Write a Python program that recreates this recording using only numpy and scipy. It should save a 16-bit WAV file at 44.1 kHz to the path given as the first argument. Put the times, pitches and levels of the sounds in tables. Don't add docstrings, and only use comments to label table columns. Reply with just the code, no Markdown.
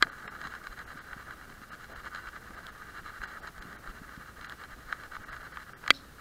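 import sys
import numpy as np
from scipy import signal
from scipy.fft import rfft, irfft
from scipy.io import wavfile

SR = 44100
rng = np.random.default_rng(int(sys.argv[2]) if len(sys.argv) > 2 else 0)


def level_to_linear(level):
    exponent = np.asarray(level, float) / 20
    return 10 ** exponent


def file_out(sig):
    cols = np.atleast_2d(sig).T
    lim = np.clip(cols, -1, 1)
    pcm = np.round(lim * 32767).astype(np.int16)
    wavfile.write(sys.argv[1], SR, pcm)


N = 273772


def rms_one(x):
    return x / np.sqrt(np.mean(x ** 2) + 1e-20)


def drift(rate_hz):
    r = np.exp(-2 * np.pi * rate_hz / SR)
    wander = signal.lfilter([1], [1, -2 * r, r * r], rng.standard_normal(N + SR))
    return rms_one(wander[SR:])


def coloured(spectrum):
    hz, db = np.transpose(spectrum)
    log_hz = np.log(np.arange(N // 2 + 1) * SR / N + 1)
    gain = level_to_linear(np.interp(log_hz, np.log(hz), db))
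    return rms_one(irfft(rfft(rng.standard_normal(N)) * gain, N))


def ring(clicks, hz, t60):
    r, w = level_to_linear(-60 / (t60 * SR)), 2 * np.pi * hz / SR
    return signal.lfilter([0, np.sin(w)], [1, -2 * r * np.cos(w), r * r], clicks + 1e-18)


def clicks_at(times, sizes):
    out = np.zeros(N)
    out[np.round(np.asarray(times) * SR).astype(int)] = sizes
    return out


def grains(per_s, spread_db):
    size_db = spread_db * np.minimum(rng.exponential(1, N), 5)
    sizes = level_to_linear(size_db) * rng.choice([-1, 1], N)
    return rms_one(sizes * (rng.random(N) < per_s / SR))


def slides_db(rows, rest_db):
    attack_s, release_s, swell_db = 0.035, 0.023, 3.5
    t, power = np.arange(N) / SR, np.full(N, level_to_linear(2 * rest_db))
    for s, length_s, db in rows:
        span = slice(int(s * SR), int((s + length_s + release_s) * SR))
        age = t[span] - s
        fade_in = np.clip(age / attack_s, 0, 1)
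        fade_out = np.clip((length_s - age) / release_s + 1, 0, 1)
        swell = level_to_linear(db + swell_db * np.minimum(age / length_s - 1, 0))
        power[span] += (fade_in * fade_out * swell) ** 2
    return 10 * np.log10(power)


# (start [s], length [s], level at the end [dB])
SLIDES = [(0, 0.03, -32.5), (0.292, 0.069, -45.0), (0.481, 0.091, -42.5), (0.691, 0.038, -42.5),
          (0.846, 0.074, -45), (1.025, 0.115, -46.0), (1.24, 0.087, -46.5), (1.459, 0.12, -50.5),
          (1.679, 0.065, -46), (1.866, 0.14, -47), (2.095, 0.091, -42.5), (2.302, 0.065, -46),
          (2.517, 0.085, -45.5), (2.704, 0.13, -49.5), (2.916, 0.078, -45.0), (3.108, 0.073, -43.5),
          (3.225, 0.15, -44.5), (3.522, 0.102, -50.5), (3.804, 0.1, -46.5), (4.001, 0.041, -50.5),
          (4.158, 0.064, -48.5), (4.345, 0.13, -46.5), (4.565, 0.082, -44.5), (4.767, 0.071, -52.0),
          (4.929, 0.13, -48), (5.188, 0.063, -47.5), (5.373, 0.097, -45.5), (5.647, 0.051, -48.0),
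          (5.802, 0.082, -46.5), (6.08, 0.038, -63),
          (0.053, 0.24, -46.5), (0.368, 0.1, -42.0), (0.583, 0.095, -48), (0.753, 0.059, -42),
               (0.93, 0.077, -45.5), (1.14, 0.076, -47), (1.352, 0.093, -49.5), (1.604, 0.03, -47.5),
               (1.765, 0.081, -47.5), (2.026, 0.044, -36.5), (2.186, 0.1, -45.0), (2.393, 0.096, -50.0),
               (2.615, 0.08, -46), (2.824, 0.076, -47.5), (3.025, 0.071, -43.0), (3.2, 0.041, -38),
               (3.409, 0.071, -42.0), (3.617, 0.15, -48.0), (3.917, 0.07, -49.0), (4.056, 0.1, -48.5),
               (4.234, 0.069, -50.0), (4.474, 0.053, -43), (4.67, 0.067, -46.5), (4.85, 0.083, -44.0),
               (5.096, 0.055, -43.5), (5.258, 0.11, -43.0), (5.494, 0.13, -47.0), (5.715, 0.044, -48.5),
               (6.019, 0.022, -49), (6.17, 0.05, -46)]


def gait_db():
    return slides_db(SLIDES, rest_db=-61.5)


# (frequency [Hz], t60 [s], level when rubbed [dB], level when ticked [dB])
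CASE_MODES = [(990, 0.0049, -35, -22), (1230, 0.02, -1, 3), (1350, 0.0083, -1, -1), (1508, 0.02, -1, 3.5),
              (1674, 0.017, -1.5, 4.5), (1930, 0.015, -6, -2), (1995, 0.013, -14.5, -26),
              (2250, 0.018, -12, -10.5), (2797, 0.029, -14, -22), (3150, 0.0098, -12, -8),
              (3640, 0.012, -22, -17.5), (4044, 0.023, -14, -13.5), (4590, 0.028, -23, -22.5),
              (5140, 0.016, -23, -19.5), (6550, 0.012, -20, -23.5), (7380, 0.0055, -18, -20),
              (8500, 0.0034, -31.5, -42)]


def rubbed_modes(modes, slips):
    out = np.zeros(N)
    for k, (hz, t60, rubbed_db, _) in enumerate(modes):
        out += (-1) ** (k // 3) * level_to_linear(rubbed_db) * ring(slips[k % 3], hz, t60)
    return out


def rubbing(level_db):
    clumps_db = 1.4 * drift(63)
    slips = [grains(3000, spread_db=3.5) for patch in range(3)]
    low, high = rubbed_modes(CASE_MODES[:7], slips), rubbed_modes(CASE_MODES[7:], slips)
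    lag_db = 0.15 * (level_db - level_db.mean())
    patchy_db = 1.5 * drift(14.6)
    upper = level_to_linear(-2 - lag_db + patchy_db)
    rub = level_to_linear(level_db + clumps_db) / np.std(low) * (low + upper * high)
    return signal.lfilter(*signal.iirnotch(2560, 7, fs=SR), rub)


# (start [s], length [s], level at the end [dB])
LURCHES = [(.045, 0.028, -45.5), (.235, 0.033, -45.5), (.77, 0.029, -57), (.88, .04, -57),
           (1.07, 0.067, -56.5), (1.71, .035, -64), (1.87, 0.078, -52), (2.48, 0.027, -55),
           (2.535, .065, -52), (3.21, 0.095, -60), (3.3, .16, -57.5), (4.61, 0.027, -53),
           (5.01, 0.045, -57), (5.12, 0.067, -61), (5.83, 0.055, -54)]
# (frequency [Hz], level [dB], t60 [s])
MOUNT_MODES = [(335, 4.5, 0.0087), (506, 2, 0.019), (675, 2, 0.015), (857, -2, 0.024)]


def dragging(rub_db):
    slips = grains(1500, spread_db=4.5)
    hollow = sum((-1) ** k * level_to_linear(db) * ring(slips, hz, t60) for k, (hz, db, t60) in enumerate(MOUNT_MODES))
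    under_slides = level_to_linear(-64 + 0.46 * (rub_db - rub_db.mean()))
    lurches = level_to_linear(slides_db(LURCHES, rest_db=-92))
    return np.hypot(under_slides, lurches) * rms_one(hollow)


def ticks(rows, tilt_db):
    s, peak_db = np.transpose(rows)
    chance = rng.standard_normal((len(s), len(CASE_MODES), 2))
    out = np.zeros(N)
    for k, (hz, t60, _, ticked_db) in enumerate(CASE_MODES):
        reached = s + .0006 * np.abs(chance[:, k, 1])
        strength_db = peak_db + ticked_db + tilt_db * np.log2(hz / 1500) - 10.5 + 0.96 * chance[:, k, 0]
        out += ring(clicks_at(reached, (-1) ** k * level_to_linear(strength_db)), hz, 0.98 * t60)
    return signal.sosfilt(signal.butter(4, 780, "high", fs=SR, output="sos"), out)


# (time [s], peak level [dB])
BUCKLE_TICKS = [(0.2783, -24.5), (0.4143, -28), (0.4396, -33), (0.471, -28.5), (0.551, -30.5),
                (0.6397, -35.5), (0.6697, -27), (0.79, -31), (1.4986, -37), (1.8427, -34), (2.1478, -27),
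                (2.159, -30), (2.2866, -35), (3.0852, -40), (3.4729, -30.5), (3.5793, -34.5),
                (3.6226, -30.5), (3.7282, -36), (4.164, -39), (4.4118, -34), (4.4453, -29), (4.522, -30.5),
                (4.6374, -34), (5.036, -35), (5.153, -33.5), (5.3284, -31.5), (5.3644, -34), (5.7338, -36),
                (5.878, -15)]


def buckle_ticks():
    return ticks(BUCKLE_TICKS, tilt_db=4)


# (time [s], peak level [dB])
STRAP_TICKS = [(0.0125, -29), (0.0692, -30.5), (0.3516, -34), (0.5378, -30), (0.7762, -37), (1.1309, -24.5),
               (1.3082, -30.5), (1.6158, -33), (2.0452, -38), (2.0626, -36), (2.072, -33), (2.2723, -28),
               (2.3622, -29), (2.507, -34.5), (2.82, -34), (3.0535, -49), (3.217, -29.5), (3.2435, -29),
               (3.8741, -28.5), (4.092, -34), (4.211, -34), (4.9255, -16), (5.166, -25.5), (5.3426, -33),
               (5.56, -38), (5.5716, -24), (5.839, -31), (5.8625, -27), (5.898, -27), (6.2024, -33)]


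def strap_ticks():
    return ticks(STRAP_TICKS, tilt_db=-4)


# (time [s], peak level [dB])
SNAPS = [
    (2.6677, -25),
    (4.4968, -26),
]


def snaps():
    s, peak_db = np.transpose(SNAPS)
    hit = clicks_at(s, level_to_linear(peak_db))
    modes = [(1640, -12, 0.0075), (3430, -8.0, 0.0048), (3900, -10.5, 0.0029),
             (7000, -22, .003), (10500, -20, .002)]
    return sum(level_to_linear(db) * ring(hit, hz, t60) for hz, db, t60 in modes)


def knock(s, level_db, modes, rebound_s, rebound_db, damped_s):
    hit = clicks_at([s, s + rebound_s], level_to_linear([level_db, level_db + rebound_db]))
    stifle = np.exp(-((np.arange(N) / SR - s) / damped_s) ** 2)
    return stifle * sum((-1) ** k * level_to_linear(db) * ring(hit, hz, t60) for k, (hz, db, t60) in enumerate(modes))


# (frequency [Hz], level [dB], t60 [s])
KNOCK_FIRST = (0.0245, -11.5, [(360, -11, 0.026), (650, -12.5, 0.015), (1220, 0, 0.049),
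               (1500, 7.5, 0.0069), (1646, 4.5, 0.034), (2030, -4.5, 0.075), (2390, -7.5, 0.026),
               (2980, -9.5, 0.013), (3270, -3.5, 0.023), (3650, -5.5, .012), (4090, -6.5, 0.04),
               (4360, -20, 0.011), (4580, -9, 0.027), (5170, -9.5, 0.0085), (6100, -26, 0.016),
               (7070, -17.5, 0.01), (7700, -17, .012), (9900, -27, 0.01), (11200, -19, .005)])


def first_knock():
    return knock(*KNOCK_FIRST, rebound_s=0.00066, rebound_db=-21.0, damped_s=.009)


# (frequency [Hz], level [dB], t60 [s])
KNOCK_LAST = (5.9048, -11.5, [(242, -2, 0.015), (550, -4.5, 0.02), (1180, 9, 0.0077), (1560, 8.5, 0.011),
              (2034, 2.5, 0.049), (2340, 0, 0.075), (2600, -6, 0.032), (3270, 8.5, 0.012),
              (3560, -6.5, 0.036), (3870, 0.5, 0.01), (4610, -0.5, 0.029), (4680, -1.5, 0.013),
              (5450, -13, 0.015), (6430, -34, .008), (7300, -18, 0.0107), (7600, -18, 0.017),
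              (8600, -35, 0.008), (9550, -25, 0.0079), (13200, -16, .004)])


def last_knock():
    return knock(*KNOCK_LAST, rebound_s=0.0024, rebound_db=-14.5, damped_s=0.0078)


# (frequency [Hz], level [dB], t60 [s])
HANDLE_MODES = [(275, -45, .5), (557, -54, .4)]


def leash_handle():
    hit = clicks_at([KNOCK_LAST[0]], 0.92)
    return sum(level_to_linear(db) * ring(hit, hz, t60) for hz, db, t60 in HANDLE_MODES)


# (frequency [Hz], level [dB], t60 [s])
ZIP_MODES = [(3550, -16, .01), (4000, 8, 0.017), (4260, 6, 0.018), (5240, 3, 0.013)]


def leash_cord():
    start_s, length_s, level_db, fade_db_per_s = 5.932, 0.031, -49.5, 260.0
    t = np.arange(N) / SR
    slips = grains(5000, spread_db=3.0)
    zip_noise = rms_one(sum(level_to_linear(db) * ring(slips, hz, t60) for hz, db, t60 in ZIP_MODES))
    fading_db = fade_db_per_s * np.maximum(t - start_s - length_s, 0)
    onset = np.clip((t - start_s) / 0.0076, 0, 1)
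    return onset * level_to_linear(level_db - fading_db) * zip_noise


def pushes(rows, hz, cycles):
    t = np.arange(int(cycles / hz * SR)) / SR
    hump = np.sin(np.pi * t * hz / cycles) ** 2
    s, peak_db = np.transpose(rows)
    return signal.fftconvolve(clicks_at(s, level_to_linear(peak_db)), hump * np.sin(2 * np.pi * hz * t))[:N]


# (time [s], peak level [dB])
PAW_THUMPS = [(0.051, -39), (0.251, -42), (0.451, -41), (0.953, -39), (1.163, -39.5), (1.614, -40),
              (1.729, -43), (2.501, -39), (3.651, -40), (4.014, -37), (4.174, -35)]


def paw_thumps():
    return pushes(PAW_THUMPS, 182, cycles=1.6)


# (time [s], peak level [dB])
BODY_JOLTS = [(0.681, -40.5), (1.102, -46), (1.519, -49.5), (1.954, -45), (2.259, -44), (2.549, -53),
              (3.185, -41.5), (3.574, -40.5), (3.867, -36), (4.714, -43.5), (4.841, -45), (5.276, -46),
              (5.379, -45)]


def body_jolts():
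    return pushes(BODY_JOLTS, 32.8, cycles=1.65)


# (frequency [Hz], level [dB per Hz])
AIR_SPECTRUM = [(8, -18), (14, 7), (30, 3.5), (60, 0.5), (200, -2.5), (580, -11.5), (950, -16.5),
                (1180, -8), (1750, -11.5), (2100, -19), (2600, -25), (5000, -43)]


def open_air():
    gusts_db = 1.3 * drift(9)
    return level_to_linear(-54 + gusts_db) * coloured(AIR_SPECTRUM)


# (frequency [Hz], level [dB per Hz])
HISS_SPECTRUM = [(300, -10), (2000, -4), (4000, -1.5), (8000, -5), (12000, -6), (15500, -6.5)]


def amplifier_hiss():
    top_edge = signal.cheby2(16, 50, 16050, fs=SR, output="sos")
    return level_to_linear(-61.5) * signal.sosfilt(top_edge, coloured(HISS_SPECTRUM))


# (frequency [Hz], rms level [dB])
TONES = [
    (60, -64),
    (13750, -90),
]


def hum_and_whine():
    t = np.arange(N) / SR
    return sum(level_to_linear(db + 3 + 2 * drift(4)) * np.sin(2 * np.pi * hz * t) for hz, db in TONES)


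def scene():
    rub_db = gait_db()
    contact = rubbing(rub_db) + dragging(rub_db) + buckle_ticks() + strap_ticks() + snaps()
    blows = first_knock() + last_knock() + leash_handle() + leash_cord()
    body = paw_thumps() + body_jolts()
    background = open_air() + amplifier_hiss() + hum_and_whine()
    return (contact + blows + body + background)[None]


# (time [s], length fully lost [ms], lost above [Hz], share of bands kept there [0-1])
DROPOUTS = [(0.107, 4, 4500, .05), (0.288, 20, 2600, .75), (0.855, 0, 3000, .3), (1.002, 2, 4000, .3),
            (1.708, 1, 3000, .4), (1.945, 1, 3000, .4), (2.562, 0, 4500, .6), (2.709, 1, 4500, .5),
            (3.264, 2, 2500, .4), (3.414, 1, 4000, .4), (3.605, 0, 3000, .6), (3.775, 1, 4000, .3),
            (4.476, 0, 5000, .05), (5.249, 0, 2500, .5), (5.31, 2, 5500, .05), (5.53, 0, 3500, .6),
            (5.75, 20, 2400, .45)]


def treble_dropouts(x):
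    fade_ms = 17
    out, hz = x.copy(), np.arange(2049) * SR / 4096
    luck = rng.random((len(DROPOUTS), 129))
    for (s, ms, edge_hz, kept), draw in zip(DROPOUTS, luck):
        block = slice(round(s * SR) - 2048, round(s * SR) + 2048)
        away_ms = np.abs(np.arange(-2048, 2048)) / SR * 1000 - ms / 2
        window = np.cos(np.pi / 2 * np.clip(away_ms / fade_ms, 0, 1)) ** 2
        band_luck = draw[np.arange(2049) // 16]
        lost = (hz > edge_hz) & (band_luck * hz > kept * edge_hz)
        out[:, block] -= .99 * window * irfft(rfft(x[:, block]) * lost)
    return out


def low_pass(x):
    return signal.sosfilt(signal.butter(12, 16520, fs=SR, output="sos"), x)


def record(dry):
    rounded = .9 * np.tanh(dry / .9)
    mix = treble_dropouts(rounded)
    return low_pass(mix)


dry = scene()
out = record(dry)
file_out(out)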